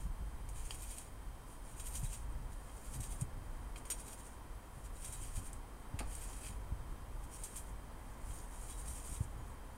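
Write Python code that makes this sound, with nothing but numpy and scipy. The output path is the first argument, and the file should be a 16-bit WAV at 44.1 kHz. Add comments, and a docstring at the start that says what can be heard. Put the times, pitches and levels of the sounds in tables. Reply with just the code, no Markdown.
"""A small fenced garden: distant traffic, a light breeze on the microphone, its own hiss and whine.
Two dull thuds on the turf, and a man is raking the lawn a few metres away. In each stroke the springy
tines drag, catch and slip about nine to fifteen times a second, rustling the grass and ringing.
Tines snap free, clinking loudest near 4 s; at 6 s the rake head knocks once on wood.
More strokes follow among thuds of rake and feet, and the last long pull ends on a thud just after 9 s."""
import sys
import numpy as np
from scipy import signal
from scipy.io import wavfile

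SR = 44100
rng = np.random.default_rng(int(sys.argv[2]) if len(sys.argv) > 2 else 0)


def master(y):
    """Save y as 16-bit WAV."""
    cut = np.clip(np.atleast_2d(y).T, -1, 1)
    pcm = np.round(cut * 32767)  # scale
    wavfile.write(sys.argv[1], SR, pcm.astype(np.int16))


N = 430857
TIME = np.arange(N) / SR
EDGE_HZ = 15800

# Pulls through the grass. Each row: firmest moment in seconds, seconds of pull before it and after it,
# level in dB, slips per second, dip between slips in dB, low scrape against the rustle in dB.
RAKE_STROKES = [(.912, 0.35, 0.11, -49.5, 12, 5.5, -12.5), (1.958, .16, 0.22, -46.5, 11.1, 11, -13.5),
                (3.035, 0.22, 0.16, -49, 11.3, 10.5, -14), (4.068, 0.21, 0.22, -53.5, 15.2, 8.5, -15),
                (5.14, .14, 0.14, -50.5, 11.4, 5.5, -13.5), (5.366, 0.041, .13, -49, 9.7, 9.5, -12.5),
                (6.232, 0.15, 0.1, -50.5, 9.3, 6, -11.5), (6.466, 0.09, .045, -52, 10.5, 4.5, -9.5),
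                (7.457, .14, 0.21, -52.5, 8.6, 9, -16.5), (8.975, .44, 0.25, -50, 11.2, 5.5, -16.5)]
# Tines striking or springing free. Each row: start in seconds, grass swish in dB, tine clink in dB,
# head clack in dB, t60 of swish and clack in seconds.
TINE_SNAPS = [(0.487, -53, -54.5, -66, 0.08), (0.707, -48, -47, -44.5, .045), (0.982, -44, -53, -57, 0.05),
              (1.796, -59, -44.5, -57, 0.098), (1.951, -48, -42.5, -77, 0.22),
              (2.694, -71, -70, -61, 0.055), (3.004, -44, -48, -70, 0.063), (3.21, -44.5, -50, -63, 0.067),
              (3.759, -62, -60, -55, 0.082), (3.852, -66, -49, -62, 0.074), (3.9, -53, -34, -52, 0.089),
              (3.907, -57, -37.5, -54, 0.12), (4.08, -54, -47.5, -61, 0.079),
              (5.044, -56, -41.5, -71, 0.071), (5.123, -48.5, -50, -68, 0.17),
              (5.529, -46, -56, -78, 0.032), (5.989, -47, -41.5, -44.5, 0.062), (6.15, -45, -53, -61, .045),
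              (7.435, -40, -54, -64, 0.1), (7.558, -45, -58, -62, 0.15), (8.307, -62, -66, -59.5, 0.07)]


def pull(s, before, after, db, slips_per_s, dip_db, ease_db=4.5, bite_db_per_s=193, lift_db_per_s=227):
    """Force of one stroke: the tines bite, catch and slip at a steady rate around time s, and lift out."""
    t = TIME - s
    ease = ease_db * np.minimum(np.maximum(-t / before, t / after), 1) ** 2  # lighter at both ends
    ends = bite_db_per_s * np.maximum(-t - before, 0) + lift_db_per_s * np.maximum(t - after, 0)
    caught = dip_db * abs(np.sin(np.pi * slips_per_s * t)) ** 1.12  # the power sets the length of a skid
    return gain_of(db - ease - ends - caught)


def rubbing(slip_spread_db=2.05, tuft_db=1, graze_db=-72):
    """Strength of the friction: firm pulls through uneven tufts, light brushes and a faint graze between."""
    # The rake brushes the lawn as it is carried forward.
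    # Each row: centre in seconds, level in dB, half length in seconds.
    light_brushes = [(0, -61.5, 0.045), (1.522, -63, 0.042), (1.69, -61.5, .045), (2.53, -61, 0.013),
                     (2.693, -65.5, .11), (3.782, -57, .011), (4.79, -67, .04), (4.857, -58.5, 0.013),
                     (7.242, -60, .01), (8.08, -69, 0.055), (8.35, -58, 0.084), (9.484, -69, .04)]
    uneven = gain_of(slip_spread_db * wander(per_s=18) + tuft_db * wander(per_s=77))
    pulls = sum(pull(*row[:-1]) ** 2 for row in RAKE_STROKES) * uneven ** 2
    brushes = sum(gain_of(db) ** 2 * np.exp(-((TIME - s) / half) ** 2) for s, db, half in light_brushes)
    return np.sqrt(pulls + brushes + gain_of(graze_db) ** 2)


def grass(rub, rustle_db=-3, crack_db=2, bend_db=-58):
    """A light touch only brushes the tips; a firm one bends whole blades, and a blow starts with a crack."""
    # Tone of bent blades and of brushed tips. 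Each row: frequency in Hz, spectral level in dB.
    blade_tone = [(300, -19), (1200, -24), (2400, -18.5), (3600, -11.5), (5400, -11), (6500, -1),
                  (7800, 4.5), (8700, 10.5), (9700, 3.5), (10700, -0.5), (11800, -6.5), (13200, -8),
                  (15800, -20)]
    tip_tone = [(300, -53), (4000, -27.5), (7000, -11.5), (8300, -8), (9300, -1.5), (10300, -10.5),
                (12000, -18.5), (15800, -18.5)]
    swish = sum(gain_of(db) * blow(s, t60, rise=0.0018) for s, db, _, _, t60 in TINE_SNAPS)
    crack = sum(gain_of(db + crack_db) * blow(s + 0.0026, t60=0.007, rise=0.0005)
                for s, db, *_ in TINE_SNAPS)
    force = np.sqrt((gain_of(rustle_db) * rub) ** 2 + swish ** 2 + crack ** 2)
    firmness = force ** 2 / (force ** 2 + gain_of(bend_db) ** 2)
    texture = 0.64 * contacts(per_s=4500, spread_db=2.0) + 0.63 * blade_ticks()
    rustle = force * texture
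    blades = through(rustle * np.sqrt(firmness), colour(blade_tone))
    tips = through(rustle * np.sqrt(1 - firmness), colour(tip_tone))
    return blades + tips


def blade_ticks(per_s=3200, width_hz=150, spread_db=2, size=400):
    """Single blades and leaves flick off the tines, each with a brief pitch of its own; rms 1."""
    when, pitch, chance, damping = rng.random((int(per_s * N / SR), 4)).T[:, :, None]
    t = np.arange(size) / SR
    height = gain_of(spread_db * np.minimum(-np.log(1 - chance), 3))
    decay = np.exp(-np.pi * width_hz * (.5 + damping) * t)
    ticks = height * decay * np.sin(2 * np.pi * pitch * EDGE_HZ * t)
    at = (when * N).astype(int) + np.arange(size)
    return unit_rms(np.bincount(at.ravel(), ticks.ravel(), N)[:N])


def tines(rub, scrape_db=-5, load_shift_db=4.5, free_damping=0.63):
    """The load shifts from tine to tine, so modes come and go; struck tines spring free and ring longer."""
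    # Bright ring of the tines. Each row: frequency in Hz, bandwidth in Hz, relative level in dB.
    tine_modes = [(2105, 48, -25), (2540, 42, -28), (3064, 48, -13), (3100, 69, -22), (3370, 54, -13),
                  (3615, 37, -18.5), (3880, 85, -10), (4800, 92, -19), (4850, 68, -12.5), (5710, 110, -9),
                  (6380, 130, -9), (6930, 120, -3.5), (7100, 71, -6.5), (7550, 48, -4), (8190, 75, -0.5),
                  (8500, 48, -7), (8710, 70, 4.5), (9030, 64, 2), (9500, 150, -7), (9760, 80, -2.5),
                  (10630, 90, -19), (11800, 100, -21), (12470, 100, -19), (12800, 100, -4),
                  (15300, 110, -26)]
    scrape = gain_of(scrape_db) * rub * contacts(per_s=2500, spread_db=4.5)
    rubbed = np.zeros(N)
    for ring in mode_rings(tine_modes):
        load = unit_rms(gain_of(load_shift_db * wander(per_s=28)))
        rubbed += through(scrape * load, ring)
    clinks = [(s, db, 0.71 * t60) for s, _, db, _, t60 in TINE_SNAPS]
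    strike = impacts(clinks, rise=0.0041, first_s=0.0012)
    return rubbed + through(strike, mode_rings(tine_modes, free_damping).sum(0))


def rake_head(rub, clack_db=-1):
    """The head carries the low part of the scrape and clacks at each blow."""
    # Body of the head. Each row: frequency in Hz, bandwidth in Hz, relative level in dB.
    head_modes = [(1490, 110, -13), (1860, 210, -8), (2510, 310, 7.5), (2830, 160, -1), (3160, 176, 7.5),
                  (4070, 190, -2.5), (4530, 700, -1.5), (6430, 320, -11)]
    blows = [(s, db + clack_db, t60) for s, _, _, db, t60 in TINE_SNAPS]
    clack = impacts(blows, rise=0.00085, first_s=0.0014)
    dig = level([(s, dig_db) for s, *_, dig_db in RAKE_STROKES])
    scrape = rub * dig * contacts(per_s=2500, spread_db=4.0)
    return through(clack + scrape, mode_rings(head_modes).sum(0))


def wood_knock(bump_db=-6):
    """The rake head rattles briefly against hollow wood, with a dull bump of the boards."""
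    # The hit. Each row: start in seconds, level in dB, t60 in seconds.
    hits = [(6.004, -46, 0.15)]
    # Hollow ring of the wood. Each row: frequency in Hz, bandwidth in Hz, relative level in dB.
    wood_modes = [(287, 160, 0.5), (556, 210, -9), (867, 180, 2), (1220, 210, -3), (1650, 410, -13),
                  (2420, 150, -3), (4320, 850, -11)]
    # Tone of the bump. Each row: frequency in Hz, spectral level in dB.
    board_tone = [(60, -12), (250, 8), (600, -2), (1000, -2), (2000, -11), (5000, -28)]
    force = impacts(hits, rise=0.00046, first_s=0.0035)
    ring = through(force, mode_rings(wood_modes).sum(0))
    return ring + gain_of(bump_db) * through(force, colour(board_tone))


def thuds(turf_db=-1, puff_db=-12.5):
    """Soft turf gives a few low cycles that swell fast and die, with a muffled puff of soil."""
    # Rake and feet landing. Each row: start in seconds, level in dB, pitch in Hz, length in seconds.
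    landings = [(0.038, -36, 49.5, 0.085), (0.199, -36.5, 55, 0.079), (2.025, -33, 120, .036),
                (2.343, -38.5, 55, 0.058), (2.945, -39.5, 129, 0.066), (2.98, -34.5, 57.7, 0.074),
                (3.215, -29.5, 123, 0.032), (3.364, -43, 110, 0.047), (4.764, -46, 129, 0.044),
                (5.079, -36, 60, 0.043), (5.368, -33.5, 84, 0.056), (5.935, -35.5, 89, .032),
                (6.49, -40, 101, 0.051), (6.715, -33, 78, 0.031), (9.114, -33.5, 60, 0.035),
                (9.205, -25.5, 87, 0.021)]
    # Tone of the puff. Each row: frequency in Hz, spectral level in dB.
    soil_tone = [(20, -8), (90, 1.5), (170, -4), (260, -9.5), (380, -24), (800, -24), (3000, -70)]
    thump, pressure = np.zeros(N), np.zeros(N)
    for s, db, hz, length in landings:
        t = np.arange(0, 2 * length, 1 / SR)
        swell = t / (0.29 * length)  # 1 at the peak
        weight = gain_of(db) * (swell * np.exp(1 - swell)) ** 3
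        add(thump, s, weight * np.sin(2 * np.pi * (hz * t + rng.random())))
        add(pressure, s, weight)
    return gain_of(turf_db) * thump + gain_of(puff_db) * pressure * noise(soil_tone)


def garden(x, echo_db=-11, t60=0.13, count=40):
    """Fence, wall and bin throw back a handful of early echoes."""
    delay = rng.uniform(.004, .07, count)
    taps = np.zeros(SR // 10)
    taps[(delay * SR).astype(int)] = rng.choice([-1, 1], count) * np.exp(-np.log(1000) * delay / t60)
    return x + gain_of(echo_db) * through(x, taps / np.linalg.norm(taps))


def breeze(trim_db=0.77, flutter_db=1.9):
    """Gusts rumble on the microphone, and the eddies within them flutter."""
    # Rise and fall of the gusts. Each row: time in seconds, level in dB.
    gusts = [(0, -42), (.55, -44.5), (.85, -49), (1.35, -49), (1.9, -44.5), (2.8, -50), (3.28, -42.5),
             (3.65, -49.5), (4.6, -49.5), (5.35, -47), (5.7, -53), (6.05, -42.5), (6.35, -49.5), (6.8, -44),
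             (7.4, -50), (7.9, -45.5), (8.7, -50), (9.2, -44), (9.5, -49.5)]
    # Tone of the rumble. Each row: frequency in Hz, spectral level in dB.
    rumble_tone = [(10, -7.5), (25, -0.5), (48, 0), (65, -4.5), (82, -12.5), (105, -11), (150, -19.5),
                   (210, -34), (400, -39.5), (2000, -97)]
    return gain_of(trim_db + flutter_db * wander(per_s=7)) * level(gusts) * noise(rumble_tone)


def traffic(trim_db=1):
    """A distant road lays down a dull, nearly steady wash."""
    # Slow swells of the traffic. Each row: time in seconds, level in dB.
    swells = [(0, -59.5), (1.3, -60), (3.8, -57.5), (5, -59.5), (6, -57.5), (7.2, -58.5), (8.95, -57.5),
              (9.77, -58)]
    # Tone of the wash. Each row: frequency in Hz, spectral level in dB.
    road_tone = [(30, -9.5), (180, 1), (270, 3), (370, -3), (480, -1.5), (600, -3.5), (800, -2), (1000, 0),
                 (1300, -7), (2000, -12), (3000, -25.5), (5000, -45), (15000, -42)]
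    return gain_of(trim_db) * level(swells) * noise(road_tone)


def microphone_noise(hiss_db=-67):
    """The microphone's own hiss and thin electrical whine."""
    # Steady tones of the whine. Each row: frequency in Hz, rms level in dB.
    whine_tones = [(3150, -79.5), (4850, -89), (6303, -87.5), (8000, -80.5), (11150, -86), (12603, -94),
                   (12850, -98)]
    # Tone of the hiss. Each row: frequency in Hz, spectral level in dB.
    hiss_tone = [(100, -4.5), (3000, -0.5), (5000, -3.5), (7300, -6), (8300, -3.5), (9200, 3), (10300, -3),
                 (12000, -4.5), (15800, -5.5)]
    whine = sum(gain_of(db) * np.sqrt(2) * np.sin(2 * np.pi * (hz * TIME + rng.random()))
                for hz, db in whine_tones)
    return gain_of(hiss_db) * noise(hiss_tone) + whine


def impacts(blows, rise, first_s, per_s=4000):
    """Each (s, dB, t60) blow is one sharp contact, as strong as first_s of chatter, and a dying chatter."""
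    envelope = sum(gain_of(db) * blow(s, t60, rise) for s, db, t60 in blows)
    force = envelope * contacts(per_s, spread_db=6.0)
    for s, db, _ in blows:
        add(force, s + .002, gain_of([db]) * np.sqrt(first_s * SR))
    return force


def blow(s, t60, rise):
    """Envelope of a blow: a quick rise and an exponential fall, all times in seconds."""
    t = np.maximum(TIME - s, 0)
    return np.minimum(t / rise, 1) * np.exp(-np.log(1000) * t / t60)


def contacts(per_s, spread_db):
    """A dense train of tiny clicks of uneven size, rms 1."""
    size = gain_of(spread_db * np.minimum(rng.exponential(1, N), 4)) * rng.choice([-1, 1], N)
    return unit_rms(size * (rng.random(N) < per_s / SR))


def mode_rings(modes, damping=1, size=4096):
    """The ring of each mode after one click; their energies sum to 1."""
    t = np.arange(size) / SR
    rings = np.array([gain_of(db) * width * np.exp(-np.pi * damping * width * t) * np.sin(2 * np.pi * hz * t)
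                      for hz, width, db in modes])
    return rings / np.linalg.norm(rings)


def colour(points, size=8192):
    """Minimum-phase impulse response of unit energy with the given (Hz, dB) spectrum."""
    hz, db = np.transpose(points)
    bin_hz = abs(np.fft.fftfreq(size, 1 / SR))
    log_gain = np.log(gain_of(np.interp(np.log(bin_hz + 1), np.log(hz), db)))
    response = np.fft.ifft(np.exp(np.conj(signal.hilbert(log_gain)))).real[:size // 2]
    return response / np.linalg.norm(response)


def noise(points):
    """Steady noise of rms 1 with the given spectrum."""
    return unit_rms(through(rng.standard_normal(N), colour(points)))


def through(x, response):
    """Plays x through an impulse response."""
    return signal.oaconvolve(x, response)[:N]


def wander(per_s):
    """A random curve of spread about 1 that takes per_s turns a second."""
    return np.interp(TIME * per_s, np.arange(1000), rng.standard_normal(1000))


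def level(curve):
    """A (s, dB) curve as a gain for every sample."""
    return gain_of(np.interp(TIME, *np.transpose(curve)))


def add(mix, s, sound):
    """Mixes a sound in at time s."""
    part = mix[max(round(s * SR), 0):][:len(sound)]
    part += sound[:len(part)]


def gain_of(db):
    """Decibels to amplitude."""
    return 10 ** (np.asarray(db) / 20)


def unit_rms(x):
    """Scales to rms 1."""
    return x / np.sqrt(np.mean(x ** 2) + 1e-20)


def scene():
    """The raking in its garden, over the background."""
    rub = rubbing()
    rake = grass(rub) + tines(rub) + rake_head(rub) + wood_knock()
    return (garden(rake) + thuds() + breeze() + traffic() + microphone_noise())[None]


def record(dry):
    """A steep low-pass cuts the very top of the treble."""
    lowpass = signal.firwin(511, EDGE_HZ, window=("kaiser", 9), fs=SR)
    return signal.oaconvolve(dry, lowpass[None], "same")


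dry = scene()
out = record(dry)
master(out)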